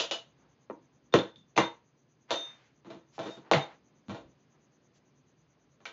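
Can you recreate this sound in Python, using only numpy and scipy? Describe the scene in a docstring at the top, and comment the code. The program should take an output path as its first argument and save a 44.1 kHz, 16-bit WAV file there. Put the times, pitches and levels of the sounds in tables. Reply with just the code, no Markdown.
"""In a small, echoing room, steel hole saws are picked off a table and pushed into a plastic case.
Each knock thuds in the table, sounds the hollow case, clacks on its walls and ticks on the steel.
The cup-shaped saws ring until the fingers damp them; held parts clink, hands brush and bump the case.
Behind it all, a cricket pulses faintly over the room's low hush."""
import sys
import numpy as np
from scipy import signal
from scipy.fft import rfft, irfft
from scipy.io import wavfile

SR = 44100
rng = np.random.default_rng(int(sys.argv[2]) if len(sys.argv) > 2 else 0)


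def persist_wave(psi):
    """Save psi, clipped to +-1, as 16-bit WAV."""
    counts = np.round(np.clip(psi, -1, 1) * 32767).astype(np.int16)
    wavfile.write(sys.argv[1], SR, np.atleast_2d(counts).T)


N = 261072
TIME = np.arange(N) / SR
AGE = TIME[:SR * 2 // 5]   # seconds since a sound began

# tone of the background air: f/Hz, relative level/dB
HUSH_TONE = [(18, -60.5), (30, -37.5), (48, -22), (65, -12.5), (92, -14.5), (142, -0.5), (180, -9.5),
             (233, -5.5), (265, -7.5), (302, -9), (926, -22), (988, -19.5), (1430, -25), (1590, -24.5),
             (5200, -33.5), (6760, -67.5), (11400, -120)]
# loudness of that air over time: t/s, level/dB
HUSH_LEVELS = [(0, -65.5), (2.1, -69.5), (3.9, -66.5), (5.92, -68.5)]
# the room's echo: f/Hz, t60/s (the time it takes to fade by 60 dB)
ECHO_TIMES = [(100, 0.17), (300, 0.21), (800, 0.26), (2000, 0.25), (4000, .25), (7500, 0.21)]
# soft brushes and dull bumps: t/s of the peak, swell time/s, level/dB, centre f/Hz
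BRUSHES_AND_BUMPS = [(0.443, 0.077, -71, 550), (2.309, 0.016, -48, 900), (2.464, 0.091, -57.5, 1100),
                     (2.615, 0.099, -67.5, 1200), (3.161, 0.03, -62, 2710), (3.3, 0.074, -59.5, 3000),
                     (3.472, .04, -59, 550), (3.719, 0.037, -58.5, 800), (4.259, 0.069, -60.5, 135),
                     (4.554, 0.024, -70.5, 584), (4.965, .022, -71.5, 3685)]
# clinks of parts held in the fingers: t/s, level/dB, f/Hz, t60/s
HELD_CLINKS = [(0.0, -22, 2850, .015), (0.117, -27.5, 2934, .05), (1.188, -25, 3570, 0.03),
               (1.359, -46, 3550, .03), (1.562, -36.5, 2510, .035), (1.578, -17, 2060, .021),
               (3.535, -9, 2135, .006), (5.857, -34, 2300, .026)]
# ringing saw cups: t/s, level/dB, f/Hz, swell time/s, fade time/s, overtone level/dB
CUP_RINGS = [(0.0, -45, 2845, 0.0033, 0.13, -1.5), (.114, -40.5, 2962, .003, 0.15, -12),
             (1.123, -37, 3605, 0.012, 0.11, -29.5), (1.562, -42, 3657, 0.014, 0.1, 1.5),
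             (1.625, -42, 3647, 0.0026, 0.16, -19.5), (2.346, -37, 3637, 0.0046, 0.3, -17.5),
             (3.215, -56.5, 3615, 0.0037, 0.21, -15), (3.303, -51.5, 3682, 0.0023, .14, -31.5),
             (3.6, -43, 3670, .005, .11, -17)]
# knocks: t/s, strength/dB, weight/dB, hardness/dB, struck spot's f/Hz, rattle/dB, settling time/s
BLOWS = [(0.0, -44.5, -12.5, 17.5, 623, 1, 0.0092), (0.111, -45, -11, 15, 624, 0, 0.003),
         (0.6984, -46.5, -11, -29, 477, -0.5, 0.006), (.708, -49, -10.5, -26.5, 320, -7, .004),
         (1.125, -55.5, 2, 0.5, 330, 0.5, 0.0094), (1.139, -23.5, 1, -5, 503, -8, 0.0024),
         (1.3587, -83.5, 20, 12.5, 174, 4, 0.013), (1.56, -44.5, 1, 5, 664, 8, .015),
         (1.5763, -26.5, 0, -2, 940, 0, .0046), (2.3062, -38, -10, 8.5, 665, 0.5, 0.034),
         (2.847, -58.5, 7.5, -7, 350, 3, 0.066), (2.9, -54.5, 2, -1, 640, 4, 0.016),
         (2.946, -64, 11.5, -3, 335, -8, 0.015), (3.18, -51, -2, -16, 768, -1, .008),
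         (3.191, -44.5, 1, -2.5, 638, 0.5, 0.06), (3.256, -46, 1, -4.5, 452, 10, 0.0073),
         (3.368, -59.5, 8, -4, 433, 4.5, 0.0084), (3.513, -28.5, -7, -0.5, 732, -4.5, 0.036),
         (3.534, -37, 8, 6.5, 144.6, -4, 0.0064), (4.083, -60.5, 24, 0, 120.2, -15.5, .01),
         (4.095, -45.5, -1, -5, 132.6, 1.5, 0.038), (4.146, -53.5, -3, -1, 640, -0.5, 0.017),
         (5.803, -69.5, 2, -5, 1100, 3, 0.0086), (5.854, -53, -40, 9, 1490, 0, 0.0021)]
# the table's deep thud: f/Hz, level/dB, t60/s
THUD_MODES = [(122, -7, .14), (146, -3, .1), (174, 0, .09), (199, 1, .1), (240, -7, .05)]
# the table top: f/Hz, level/dB, t60/s
TOP_MODES = [(293, -7, 0.014), (333.2, 2, 0.1), (395, -2.5, .045), (497.6, -6.5, 0.0053)]
# the hollow of the case: f/Hz, level/dB, t60/s
HOLLOW_MODES = [(464, -8, .05), (497, -2, .06), (546, -3, .05), (583, 0, .05), (662, 1.5, .055),
                (783, -1, .045), (840, 1, .045), (938, 2, .045), (1042, -2, .04)]
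# the case's walls: f/Hz, level/dB, t60/s
WALL_MODES = [(1350, 0, 0.025), (1415, -0.5, 0.023), (1550, 3.5, 0.023), (1728, -2, 0.036),
              (1881, -1.5, 0.032), (2037, 0.6, 0.013), (2340, -0.4, 0.027)]
# the steel's tick: f/Hz, level/dB, t60/s
TICK_MODES = [(2450, -4, 0.0037), (2850, -3.5, 0.019), (3100, 0.5, 0.016), (3394, 1, 0.016),
              (3675, 4.5, 0.016), (4160, 7.5, 0.0087), (3940, 2, 0.011)]
# the steel's bright edge: f/Hz, level/dB, t60/s
EDGE_MODES = [(4510, 4.5, 0.0065), (5250, 5.5, 0.0031), (5950, 6, .004), (6293, -2.5, 0.0069),
              (6750, -3.5, 0.014), (6600, -6, 0.0031)]


def from_db(db):
    """Turn decibels into a gain."""
    return np.exp(np.asarray(db) * np.log(10) / 20)


def rms_one(x):
    """Scale a sound to an average (rms) level of 1."""
    return x / np.sqrt(np.mean(x ** 2) + 1e-20)


def at_hz(points, hz):
    """Read between a table's rows on a log-frequency axis."""
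    freqs, values = np.transpose(points)
    return np.interp(np.log(hz + 1), np.log(freqs), values)


def band(x, low_hz, high_hz, order=2):
    """Keep what lies between two frequencies."""
    return signal.sosfilt(signal.butter(order, [low_hz, high_hz], "band", fs=SR, output="sos"), x)


def add(track, s, sound):
    """Mix a sound in at s seconds."""
    i = max(0, round(s * SR))
    track[i:i + len(sound)] += sound[:N - i]


def through(x, response):
    """Let x shake an object, given that object's response to one tap."""
    return signal.fftconvolve(x, response)[:len(x)]


def mode(hz, t60):
    """A mode is one fading note of a struck object."""
    age = AGE[:SR // 7]
    return np.sin(2 * np.pi * hz * age) * from_db(-60 * age / t60)


def room(x, t60, echo_db, build_s=0.0017):
    """The direct sound plus its reflections, which build up after each touch and then die away."""
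    decay = ((1 - np.exp(-(AGE / build_s) ** 2)) * from_db(-60 * AGE / t60)) ** 2
    energy = np.abs(through(x ** 2, decay / decay.sum()))
    return x + from_db(echo_db) * np.sqrt(energy) * rng.standard_normal(len(x))


def hush():
    """Background air: mostly low noise that drifts gently in level."""
    tone = from_db(at_hz(HUSH_TONE, np.fft.rfftfreq(N, 1 / SR)))
    air = rms_one(irfft(rfft(rng.standard_normal(N)) * tone, N))
    return from_db(np.interp(TIME, *np.transpose(HUSH_LEVELS))) * air


def cricket(level_db=-78.5, chirps_per_s=9.13, first_s=.078):
    """Each chirp is a swelling rasp near 6 kHz; distance fills the gaps with a faint wash."""
    lag = np.interp(TIME, (1.5, 2.05), [0, .62])   # the cricket slows once and falls behind
    count = 1 + chirps_per_s * (TIME - first_s) - lag
    swell = np.abs(np.cos(np.pi * count)) ** 3.2 + .19
    chirp_db = level_db + rng.normal(0, .9, 64)[np.round(count).astype(int)]
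    rasp = rms_one(band(rng.standard_normal(N), 5850, 6720, order=4))
    return from_db(chirp_db) * swell * rasp


def brushes_and_bumps(width_ratio=2.52):
    """Soft brushes and dull bumps as the hands shift the case, each a short swell of noise."""
    out = np.zeros(N)
    for s, swell_s, db, hz in BRUSHES_AND_BUMPS:
        noise = rms_one(band(rng.standard_normal(len(AGE)), hz / width_ratio, hz * width_ratio))
        swell = np.exp(-(AGE / swell_s - 2) ** 2)
        add(out, s - 2 * swell_s, from_db(db) * noise * swell)
    return out


def clinks():
    """A gripped part sounds one very short note, which the room carries on."""
    out = np.zeros(N)
    for s, db, hz, t60 in HELD_CLINKS:
        tap = room(1.0 * (AGE == 0), at_hz(ECHO_TIMES, hz), echo_db=-1.0)
        add(out, s, from_db(db) * through(tap, mode(hz, t60)))
    return out


def saw_rings(grip=2.2, overtone_ratio=1.707, waver_db=1.2, overtone_waver_db=3.0, blur_db=-21):
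    """A cup flexes into an oval, ringing with one overtone and fading ever faster as fingers close."""
    power, pitch = np.zeros((2, N)), np.zeros(N)   # power rows: main note, overtone
    for s, db, hz, swell_s, fade_s, overtone_db in CUP_RINGS:
        fade = (1 - np.exp(-AGE / swell_s)) * from_db(db - 60 * (AGE / fade_s) ** grip)
        add(power[0], s, fade ** 2)
        add(power[1], s, (fade * from_db(overtone_db)) ** 2)
        pitch[TIME >= s] = hz
    phase = 2 * np.pi * np.cumsum(pitch) / SR
    # the ring wavers in level and phase, like close notes beating in an echoing room
    wander = rms_one(band(rng.standard_normal((2, N)), 12, 60))
    waver = from_db(np.array([[waver_db], [overtone_waver_db]]) * wander)
    blur = from_db(blur_db) * rms_one(band(rng.standard_normal((2, N)), 10, 120))
    tones = np.sin(np.array([phase, overtone_ratio * phase]) + blur)
    return np.sum(np.sqrt(2 * power) * waver * tones, axis=0)


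def contact(rattle_db, settle_s, bounces_per_s=900, ease_s=0.0017):
    """A firm touch, then small uneven bounces; a piece that rattles a lot has a weaker first click."""
    envelope = (1 - np.exp(-AGE / ease_s)) * np.exp(-AGE / settle_s)
    hits = rng.random(len(AGE)) < bounces_per_s / SR
    bounces = hits * rng.standard_normal(len(AGE)) * envelope
    touch = from_db(-2 * max(rattle_db, 0)) * (AGE == 0)
    return touch + from_db(rattle_db) * bounces / (np.linalg.norm(bounces) + 1e-9)


def cushion(x, corner_hz=6000):
    """Fingers and the tablecloth take the sharp edge off a knock."""
    return signal.sosfilt(signal.butter(2, corner_hz, fs=SR, output="sos"), x)


def nearness(hz, target_hz, octaves):
    """1 when two notes match, falling towards 0 as they move apart."""
    return np.exp(-(np.log2(hz / target_hz) / octaves) ** 2)


def body(modes, low_hz, high_hz, boost_hz, boost_db, scatter_db=2.0):
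    """A struck part rings on all its modes, lifted near boost_hz and a little different each time."""
    out = 0
    for hz, db, t60 in modes:
        lift_db = boost_db * nearness(hz, boost_hz, octaves=.2)
        out = out + from_db(db + lift_db + rng.normal(0, scatter_db)) * mode(hz, t60)
    return band(out, low_hz, high_hz, order=3)


def knocks(echo_db=3.7, spot_db=7, tick_hz=3000):
    """Each blow shakes table, case and steel: weight feeds the table, hardness the walls and steel."""
    out = np.zeros(N)
    for s, strength_db, weight_db, hard_db, spot_hz, rattle_db, settle_s in BLOWS:
        force = contact(rattle_db, settle_s)
        room_db = echo_db + .35 * min(hard_db, 0)   # soft touches get less echo
        # level/dB, share of weight, share of hardness, centre f/Hz, ring
        parts = [(-6.5, 1, 0, 170, body(THUD_MODES, 90, 270, spot_hz, boost_db=15)),
                 (-2, .25, 0, 340, body(TOP_MODES, 220, 390, spot_hz, boost_db=7.5)),
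                 (0, 0, 0, 700, body(HOLLOW_MODES, 420, 1200, spot_hz, boost_db=11.5)),
                 (-4.5, 0, .29, 1700, body(WALL_MODES, 920, 2600, spot_hz, boost_db=4.5)),
                 (-5, 0, .9, 3300, body(TICK_MODES, 2450, 4000, tick_hz, boost_db=.5)),
                 (-13, 0, 1, 6000, body(EDGE_MODES, 4300, 7900, tick_hz, boost_db=0))]
        for part_db, by_weight, by_hardness, centre_hz, ring in parts:
            db = strength_db + part_db + by_weight * weight_db + by_hardness * hard_db
            # parts near the struck spot's note speak louder
            db += spot_db * nearness(centre_hz, spot_hz, octaves=.6)
            echoing_force = room(force, at_hz(ECHO_TIMES, centre_hz), room_db)
            sound = through(echoing_force, cushion(ring))
            add(out, s, from_db(db) * sound / np.std(sound[:SR // 25]))   # first 40 ms set the level
    return out


def scene(low_cut_hz=98):
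    """Handling close by, cricket and hush behind; the knocks and clinks carry almost no deep bass."""
    low_cut = signal.butter(5, low_cut_hz, "high", fs=SR, output="sos")
    blows = signal.sosfilt(low_cut, knocks() + clinks())
    return (blows + saw_rings() + brushes_and_bumps() + cricket() + hush())[None]


def record(dry, roll_off_hz=7150, cutoff_hz=7750):
    """A narrow-band microphone: the highest treble rolls off, then is cut."""
    soft = signal.sosfilt(signal.butter(16, roll_off_hz, fs=SR, output="sos"), dry)
    return signal.sosfilt(signal.ellip(10, .3, 70, cutoff_hz, fs=SR, output="sos"), soft)


dry = scene()
out = record(dry)
persist_wave(out)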